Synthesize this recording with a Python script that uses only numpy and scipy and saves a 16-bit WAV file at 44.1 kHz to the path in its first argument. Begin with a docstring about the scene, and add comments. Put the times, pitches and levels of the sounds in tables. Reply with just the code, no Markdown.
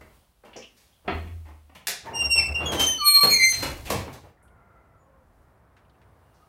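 """Steps and knocks sound first, in a small stone room: decaying noise through wood, edge and iron spectra.
Two old plank door leaves are then pulled shut: the panel booms as a low sine, the rusty hinge pins squeal
as wavering harmonic tones, several at once, and the wood drags as shaped noise. Last comes the open air:
rumble and hiss of filtered noise, a far cockerel and a small bird as gliding tones, and light ticks."""
import sys
import numpy as np
from scipy import signal
from scipy.fft import rfft, irfft, next_fast_len
from scipy.io import wavfile
from scipy.ndimage import map_coordinates

SR = 44100
rng = np.random.default_rng(int(sys.argv[2]) if len(sys.argv) > 2 else 0)


def pcm_store(signal):
    """Save signal as 16-bit PCM."""
    levels = np.round(np.clip(np.atleast_2d(signal), -1, 1) * 32767)
    wavfile.write(sys.argv[1], SR, levels.astype(np.int16).T)


N = 285856

# Long hinge notes, one list each: (time [s], pitch [Hz], fundamental [dB], 2nd partial [dB])
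HINGE_NOTES = [
    [(2.13, 2835, -46.5, -62.5), (2.155, 2815, -35.5, -34.5), (2.22, 2790, -25.5, -31),
     (2.28, 2755, -26.5, -36.5), (2.32, 2765, -25, -22), (2.4, 2699, -22.5, -25.5), (2.52, 2676, -36, -48),
     (2.56, 2760, -28, -42.5), (2.62, 2790, -32, -48), (2.69, 2830, -45, -60.5)],
    [(2.655, 3386, -31.5, -36.5), (2.765, 3123, -41.5, -49), (2.81, 3133, -22.5, -32),
     (2.885, 3092, -25.5, -21.5), (3.0, 3019, -34, -42.5), (3.2, 3080, -57, -68.5)],
    [(2.975, 4415, -39.5, -72.5), (3.05, 4316, -24, -34), (3.085, 4290, -15.5, -21),
     (3.17, 4228, -13, -24.5), (3.285, 4274, -14.5, -34.5), (3.37, 4228, -19.5, -37),
     (3.4, 4134, -27.5, -44), (3.48, 4188, -23.5, -31.5), (3.56, 4163, -28, -47),
     (3.72, 4187, -43.5, -66.5)],
    [(2.98, 1344, -52.5, -70.5), (3.02, 1180, -31, -45.5), (3.06, 1182, -27, -36.5),
     (3.125, 1167, -39.5, -30), (3.18, 1158, -27, -34.5), (3.235, 1154, -30.5, -38.5),
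     (3.33, 1121, -41, -53)],
]
# Grip of the pin in each long note: (pitch waver [share], throb [dB], 3rd over 2nd partial [dB],
# 4th over 3rd partial [dB], further fall [dB per partial])
HINGE_GRIP = [(.005, 3.5, -9, -11.5, 4), (0.005, 4, -12.5, -6, 7.5), (.001, 3, -2, -18.5, 10),
              (.006, 3, -17, -1, 9)]
# Short hinge notes: (start [s], rise [s], length [s], first pitch [Hz], last pitch [Hz], peak [dB],
# fall [dB/s], 2nd over 1st partial [dB], 3rd over 2nd partial [dB], pitch waver [share])
SQUEAKS = [(2.065, 0.021, 0.13, 893, 912, -33.5, 122, -17.5, -14, 0.039),
           (2.385, .01, .15, 2310, 2240, -29, 170, -16, -4.5, .03),
           (2.87, .01, .11, 1833, 1814, -45, 99, -20.5, -17, .005),
           (3.288, .022, 0.23, 2378, 2280, -22, 80.5, -15, -17.5, 0.01)]
# Grip in the short notes: (throb [dB], 4th over 3rd partial [dB], further fall [dB per partial])
SQUEAK_GRIP = (5.8, -22, 12)
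# Hollow odd-partial note, settling an octave under the loudest note:
# (time [s], pitch [Hz], fundamental [dB], 3rd partial [dB])
HOLLOW_NOTE = [(3.3, 2217, -42, -36), (3.345, 2160, -28, -21), (3.375, 2140, -30, -37),
               (3.4, 2086, -17.5, -29.5), (3.48, 2090, -17.5, -25.5), (3.535, 2079, -30, -24.5),
               (3.56, 2095, -50, -47)]
# Its grip: (pitch waver [share], throb [dB], 5th over 3rd partial [dB], 7th over 5th [dB],
# further fall [dB per partial])
HOLLOW_GRIP = (0.01, 4, -13, -10.5, 8)
# Jolts of the leaf that break up the squeal: (start [s], end [s], pitch waver [factor])
JOLTS = [(2.377, 2.68, 2.8), (3.293, 3.388, 2.8), (3.522, 3.75, 7.8)]
# Pins briefly losing their grip: (time [s], level change [dB], half length [s])
FALTERS = [(2.187, -12, 0.0019), (2.287, -11, 0.013), (2.374, -16.5, 0.0025), (2.505, -29.5, 0.0049),
           (2.538, -34.5, .006), (2.631, -12.5, 0.006), (2.86, -12.5, 0.0081), (3.137, -6.5, 0.0072),
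           (3.182, -8, 0.0021), (3.203, -11, 0.0039), (3.264, -11.5, 0.0053), (3.386, -6.5, 0.0094),
           (3.531, -14.5, 0.0055)]
# Groan of each leaf as it moves: (time [s], level [dB])
LEAF_DRAG = [
    [(2.029, -43.5), (2.35, -46), (2.64, -39.5), (2.77, -29.5), (3.05, -62), (3.2, -62.5)],
    [(3.2, -65), (3.3, -53.5), (3.45, -63), (3.62, -46.5), (3.82, -53), (3.95, -39), (4.35, -67)],
]
# Shake of the frame over the groan, one value per leaf: (level [dB])
FRAME_SHAKE = [-5.5, 4.5]
# Spectrum of the groan: (frequency [Hz], relative density [dB])
GROAN_SPECTRUM = [(53, -30.5), (90, 0.5), (119, -0.5), (201, -1), (319, 1), (797, 0), (1420, -10.5),
                  (2600, -16.5), (3380, -45.5), (5720, -120)]
# Grit grinding in the hinges: (peak time [s], peak [dB], rise [dB/s], fall [dB/s])
GRIT_SWELLS = [(2.77, -55.5, 79.5, 50), (3.62, -43.5, 44.5, 69.5), (3.95, -64, 70, 85)]
# Swells of the panel's lowest mode: (peak time [s], peak [dB], rise [dB/s], fall [dB/s], pitch [Hz])
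PANEL_SWELLS = [(1.16, -31, 256, 69, 79.5), (1.33, -37.5, 118, 55, 80.6), (2.28, -34, 198, 224, 71),
                (2.4, -34, 238, 210, 72.9), (2.52, -28, 300, 260, 73), (2.66, -34.5, 149, 56, 75),
                (2.76, -34, 99, 106, 73.4)]
# Blows, levels before decay and room: (time [s], wood [dB], hard edge [dB], edge pitch [Hz],
# iron [dB], decay time constant [s])
KNOCKS = [(0.009, -43.5, -52, 1960, -61, 0.012), (0.435, -40.5, -66, 1560, -73, 0.01),
          (0.448, -44.5, -54, 2920, -61.5, 0.021), (0.531, -57, -45, 2920, -76, 0.011),
          (0.557, -39.5, -43.5, 2120, -72, 0.013), (0.763, -65, -73, 2580, -59, 0.067),
          (1.042, -46, -65, 2350, -81.5, 0.055), (1.077, -18.5, -25.5, 2130, -64, 0.014),
          (1.271, -50, -46, 2180, -69, 0.0091), (1.451, -49, -54, 1870, -65.5, 0.025),
          (1.483, -43, -55, 1940, -62, 0.0113), (1.694, -51, -58.5, 2200, -78, 0.011),
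          (1.749, -42.5, -43, 2640, -48.5, 0.014), (1.87, -40, -46, 2330, -21, 0.005),
          (1.881, -30, -40, 2330, -23, 0.008), (2.057, -37, -45, 1780, -56, 0.015),
          (2.216, -29, -40, 2820, -72, 0.0096), (2.355, -29.5, -36, 2750, -46.5, 0.013),
          (2.387, -26.5, -43, 2690, -40.5, 0.0048), (2.6, -29.5, -40, 2840, -64.5, 0.045),
          (2.72, -20, -28, 3230, -29, 0.013), (2.749, -24, -37, 1930, -48.5, 0.0083),
          (2.795, -25.5, -30, 3130, -24, 0.017), (3.23, -17, -26, 2300, -26.5, 0.016),
          (3.517, -41.5, -35, 2070, -36.5, 0.032), (3.622, -25, -29, 2100, -31, 0.022),
          (3.853, -41, -38.5, 2710, -43, 0.053), (3.901, -17, -27.5, 1840, -23.5, 0.013),
          (4.076, -33, -40, 1500, -69, 0.0072), (4.127, -53, -59, 2310, -46, 0.015),
          (4.235, -45, -60, 2290, -90.5, 0.016)]
# Resonances of the planks: (centre [Hz], width [Hz], relative level [dB])
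PLANK_MODES = [(151.4, 52, -3), (300, 160, -2), (523, 270, -1), (850, 390, -1), (1270, 590, -6)]
# Resonances of the hard edges: (centre [Hz], width [Hz], relative level [dB])
EDGE_MODES = [(1690, 760, 0), (2160, 1000, 1.5), (3030, 500, -1.5), (3450, 110, -2), (4270, 830, -10.5)]
# Spectrum of the iron latch, used for the grit too: (frequency [Hz], relative density [dB])
IRON_SPECTRUM = [(880, -35.5), (1500, -8.5), (1780, -5), (3000, -9), (3880, -5), (6560, -6.5), (7460, -9),
                 (13800, -11), (16000, -21)]
# Reverberation of the stone room: (frequency [Hz], time to fall 60 dB [s])
ROOM_DECAY = [(100, 0.68), (420, 0.43), (1100, .39), (3000, 0.44), (8000, 0.32), (15000, 0.14)]
# Far calls: columns as in SQUEAKS
FAR_CALLS = [(4.38, .35, .66, 715, 655, -72, 10, 8, -11, .04),
             (4.98, .1, .26, 553, 525, -66, 20, -6, -20, .03),
             (4.97, .03, .11, 6980, 6920, -82, 110, -40, -9, .01),
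             (6.22, .15, .24, 2830, 2820, -78, 30, -30, -9, .015),
             (6.39, .02, .09, 1200, 1270, -67, 20, -32, -9, .02)]
# Ticks, pings and scrapes: (time [s], level before onset and decay [dB], centre [Hz], width [Hz],
# time to fall 20 dB [s])
TICKS = [(.562, -45.5, 5640, 1590, 0.12), (0.556, -38, 480, 200, 0.088), (.622, -44.5, 2850, 720, 0.092),
         (.925, -65, 3260, 503, 0.12), (1.101, -49, 4210, 160, 0.15), (4.372, -66.5, 1810, 300, 0.074),
         (4.425, -66, 9500, 2985, 0.11), (4.479, -65, 2990, 1198, .02), (5.765, -58, 1500, 2000, 0.06),
         (5.85, -70, 2800, 900, .03), (5.897, -62, 3500, 1500, .015), (5.943, -70, 2600, 600, .03),
         (6.015, -62, 1800, 1800, 0.045), (6.34, -71, 4980, 3020, 0.18)]
# Background, indoors and then outdoors: (time [s], rumble [dB], hiss [dB])
AIR_LEVELS = [(0, -57, -69.5), (.15, -60, -64), (.35, -70, -73), (.8, -66.5, -67.5), (4.33, -69.5, -82.5),
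              (4.42, -59, -83), (5.6, -59, -80), (6.48, -59, -72)]
# Spectrum of the rumble: (frequency [Hz], relative density [dB])
RUMBLE_SPECTRUM = [(35, -36.5), (60, -1), (272, -16.5), (430, -18), (600, -16.5), (1000, -18), (1600, -24),
                   (2300, -33.5), (3300, -47.5), (6000, -70)]
# Spectrum of the hiss: (frequency [Hz], relative density [dB])
HISS_SPECTRUM = [(1500, -7.5), (3000, 2), (7000, -5.5), (9700, -1), (12000, -5), (15500, -2.5)]
# Level of the lowest bass: (time [s], level [dB])
BASS_LEVELS = [(0, -57), (.95, -82.5), (1.15, -42), (1.8, -74), (2.8, -51), (3.1, -66.5), (3.65, -46.5),
               (4.0, -51.5), (4.4, -68), (5.45, -65), (6.0, -79), (6.48, -77.5)]

RISE_DB = 9  # a short note starts this far under its peak
MIX_LOW_DB, MIX_SQUEAK_DB = -2, 1  # gains of the loudest note's two partners in the product
JOLT_EDGE_S = .04
TOP_HZ = 15830  # upper band limit
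T = np.arange(N) / SR


def hinges():
    """Stick-slip friction makes the pins sing; a product of notes adds sum and difference tones."""
    sung = np.zeros((len(HINGE_NOTES) + 1, N))
    for track, rows, grip in zip(sung, HINGE_NOTES, HINGE_GRIP):
        add(track, rows[0][0], note(rows, *grip))
    add(sung[-1], HOLLOW_NOTE[0][0], note(HOLLOW_NOTE, *HOLLOW_GRIP, order=2))
    squeaks = [short_note(row, *SQUEAK_GRIP) for row in SQUEAKS]

    loudest = sung[2]
    partners = amp(MIX_LOW_DB) * sung[3] + amp(MIX_SQUEAK_DB) * squeaks[3]
    mixed = loudest * partners

    falter_db = sum(db * np.exp(-((T - s) / half) ** 2) for s, db, half in FALTERS)
    direct = amp(falter_db) * (sung.sum(axis=0) + sum(squeaks) + mixed)
    return direct + amp(-13) * echo(direct)[:N]


def note(rows, waver, throb_db, third_db, fourth_db, fall_db, order=1):
    """Harmonic synthesis: six partials, spaced by order, share a wavering phase and throb separately."""
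    t = np.arange(rows[0][0], rows[-1][0], 1 / SR)
    hz, first_db, second_db = curves(rows, t)
    upper_db = second_db + third_db + fourth_db
    levels = [first_db, second_db, second_db + third_db]
    levels += [upper_db - fall_db * k for k in range(3)]

    jolt = 1 + sum((factor - 1) * window(t, start, end, JOLT_EDGE_S, JOLT_EDGE_S)
                   for start, end, factor in JOLTS)
    unrest = jolt * wobble(320, len(t))
    phase = 2 * np.pi * np.cumsum(hz * (1 + waver * unrest)) / SR

    tone = np.zeros(len(t))
    for k, db in enumerate(levels):
        harmonic = order * k + 1
        audible = harmonic * hz < SR / 2.4  # keeps partials clear of aliasing
        throb = throb_db * wobble(47.3, len(t))
        tone += amp(db + throb) * np.sin(harmonic * phase) * audible
    return np.sqrt(2) * window(t, t[0], t[-1], .008, 0.007) * tone


def short_note(row, throb_db, fourth_db, fall_db):
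    """A gliding harmonic tone: level rises to a peak and falls linearly in dB while pitch slides."""
    s, rise, length, first_hz, last_hz, peak_db, fall, second_db, third_db, waver = row
    corners = [(0, peak_db - RISE_DB), (rise, peak_db), (length, peak_db - fall * (length - rise))]
    slide = (last_hz - first_hz) / length  # Hz/s
    rows = [(s + t, first_hz + slide * t, db, db + second_db) for t, db in corners]
    track = np.zeros(N)
    add(track, s, note(rows, waver, throb_db, third_db, fourth_db, fall_db))
    return track


def drag():
    """Sliding friction as broadband noise: leaves groan, the frame shakes, grit grinds in the hinges."""
    groan = amp(2.5 * wobble(30, N)) * noise(shape(GROAN_SPECTRUM))
    shake_spectrum = shape([(40, -25), (80, 8), (150, 0.5), (220, -34.5)])
    shake = amp(2 * wobble(15, N)) * noise(shake_spectrum)
    grit_db = swells(GRIT_SWELLS) + 2.8 * wobble(84, N) + 3 * wobble(400, N)
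    out = amp(grit_db) * noise(shape(IRON_SPECTRUM))
    for rows, shake_db in zip(LEAF_DRAG, FRAME_SHAKE):
        moving = window(T, rows[0][0], rows[-1][0], .041, .041)
        out += moving * amp(curves(rows, T)[0]) * (groan + amp(shake_db) * shake)
    return out


def panel():
    """The lowest bending mode of the leaf: a sine whose pitch drifts and whose level swells."""
    times, pitches = np.transpose(PANEL_SWELLS)[[0, 4]]
    hz = np.interp(T, times, pitches) * (1 + .03 * wobble(16, N))
    level = amp(swells(PANEL_SWELLS) + 1.5 * wobble(6.5, N))
    return np.sqrt(2) * level * np.sin(2 * np.pi * np.cumsum(hz) / SR)


def knocks():
    """Impact excitation: decaying noise rings planks, hard edges and iron, and the walls answer."""
    out, t = np.zeros(N), np.arange(SR // 5) / SR
    for s, wood_db, edge_db, edge_hz, iron_db, decay in KNOCKS:
        rattle = np.exp(-t / decay) * amp(2.2 * wobble(150, len(t)))
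        give = 1 - np.exp(-t / (0.4 * decay))  # wood yields, iron starts almost at once
        # every spot rings the modes differently
        struck = [(hz, width, db + rng.normal(0, 1)) for hz, width, db in PLANK_MODES]
        wood = noise(lambda f: modes(struck)(f) / (1 + (f / 2200) ** 3), len(t))
        edge_peak = modes([(edge_hz, .5 * edge_hz, 0)])
        edge = noise(lambda f: modes(EDGE_MODES)(f) * edge_peak(f), len(t))
        iron = noise(shape(IRON_SPECTRUM), len(t))

        blow = give * amp(wood_db) * wood
        blow += give ** 0.88 * amp(edge_db) * edge
        blow += give ** 0.35 * amp(iron_db) * iron
        blow *= rattle
        add(out, s, amp(0.5) * blow)
        add(out, s, echo(blow))
    return out


def small_sounds():
    """Gliding tones give a far, hoarse cockerel and birds; resonant noise bursts give small ticks."""
    out = sum(short_note(row, throb_db=3.5, fourth_db=-27, fall_db=9) for row in FAR_CALLS)
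    t = np.arange(SR // 3) / SR
    for s, db, hz, width, length in TICKS:
        onset = 1 - np.exp(-t / (0.017 * length))
        resonance = modes([(hz, width, 0)])
        burst = noise(lambda f: resonance(f) ** 2, len(t))
        add(out, s, amp(db - 20 * t / length) * onset * burst)
    return out


def air():
    """Stationary noise under slow level curves: lumpy distant rumble, hiss and swelling deep bass."""
    rumble_db, hiss_db = curves(AIR_LEVELS, T)
    bass_db = curves(BASS_LEVELS, T)[0] + 4.8 * wobble(4.8, N)
    bass_spectrum = shape([(15, -24), (30, -4), (50, 5.5), (75, 1.5), (110, -38.5)])
    bass = amp(bass_db) * noise(bass_spectrum)
    rumble = amp(rumble_db + 1.2 * wobble(7.6, N)) * noise(shape(RUMBLE_SPECTRUM))
    hiss = amp(hiss_db) * noise(shape(HISS_SPECTRUM))
    return rumble + hiss + bass


def echo(x):
    """Diffuse reverberation: a fresh noise tail, each frequency dying at its own rate."""
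    hz, t, z = signal.stft(rng.standard_normal(SR // 2), SR, nperseg=256)
    f, t60 = np.transpose(ROOM_DECAY)
    decay = amp(-60 * t / np.interp(hz, f, t60)[:, None])
    tail = signal.istft(z * decay, SR, nperseg=256)[1]
    delayed = np.pad(x, (SR // 150, 0))  # the first reflection arrives late
    return signal.fftconvolve(delayed, tail / np.linalg.norm(tail))


def modes(rows):
    """Modal superposition: damped resonances summed with alternating sign."""
    def response(f):
        return sum((-1) ** k * amp(db) * 1j * f * w / (c * c - f * f + 1j * f * w)
                   for k, (c, w, db) in enumerate(rows))
    return response


def shape(points):
    """Spectral envelope: response through (frequency [Hz], level [dB]) points on a log axis."""
    f, db = np.transpose(points)
    return lambda hz: amp(np.interp(np.log(hz + 1), np.log(f), db))


def filtered(x, response):
    """Linear filtering: the spectrum of x times a response of frequency."""
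    m = next_fast_len(len(x) + 8192)
    return irfft(rfft(x, m) * response(np.fft.rfftfreq(m, 1 / SR)), m)[:len(x)]


def noise(response, size=N):
    """Coloured noise: filtered white noise at rms 1."""
    return unit(filtered(rng.standard_normal(size), response))


def swells(rows):
    """Envelope maximum: straight dB rises and falls about each peak, the strongest leading."""
    s, db, rise, fall = np.transpose(rows)[:4, :, None]
    return np.max(db - np.maximum(rise * (s - T), fall * (T - s)), axis=0)


def wobble(rate, size):
    """Band-limited random modulation: a smooth curve through rate random knots a second."""
    knots = rng.standard_normal(int(size * rate / SR) + 4)
    return map_coordinates(knots, [np.arange(size) * rate / SR])


def window(t, start, end, rise, fall):
    """Gating: 0 outside start..end, with straight ramps up to 1."""
    return np.clip(np.minimum((t - start) / rise, (end - t) / fall), 0, 1)


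def curves(rows, times):
    """Linear interpolation: each column after the first, read at the given times."""
    s, *cols = np.transpose(rows)
    return [np.interp(times, s, c) for c in cols]


def amp(db):
    """Logarithmic level: the amplitude gain of a level in dB."""
    return 10 ** (np.asarray(db) / 20)


def unit(x):
    """Power normalisation: x at rms 1."""
    return x / np.sqrt(np.mean(x ** 2) + 1e-20)


def add(track, s, sound):
    """Superposition: mix sound into track from second s."""
    part = track[round(s * SR):][:len(sound)]
    part += sound[:len(part)]


def scene():
    """Superposition of the pressures of all sources at one microphone."""
    return (hinges() + drag() + panel() + knocks() + small_sounds() + air())[None]


def record(dry):
    """Band limitation: nothing at or above TOP_HZ passes."""
    return filtered(dry[0], lambda hz: hz < TOP_HZ)[None]


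dry = scene()
out = record(dry)
pcm_store(out)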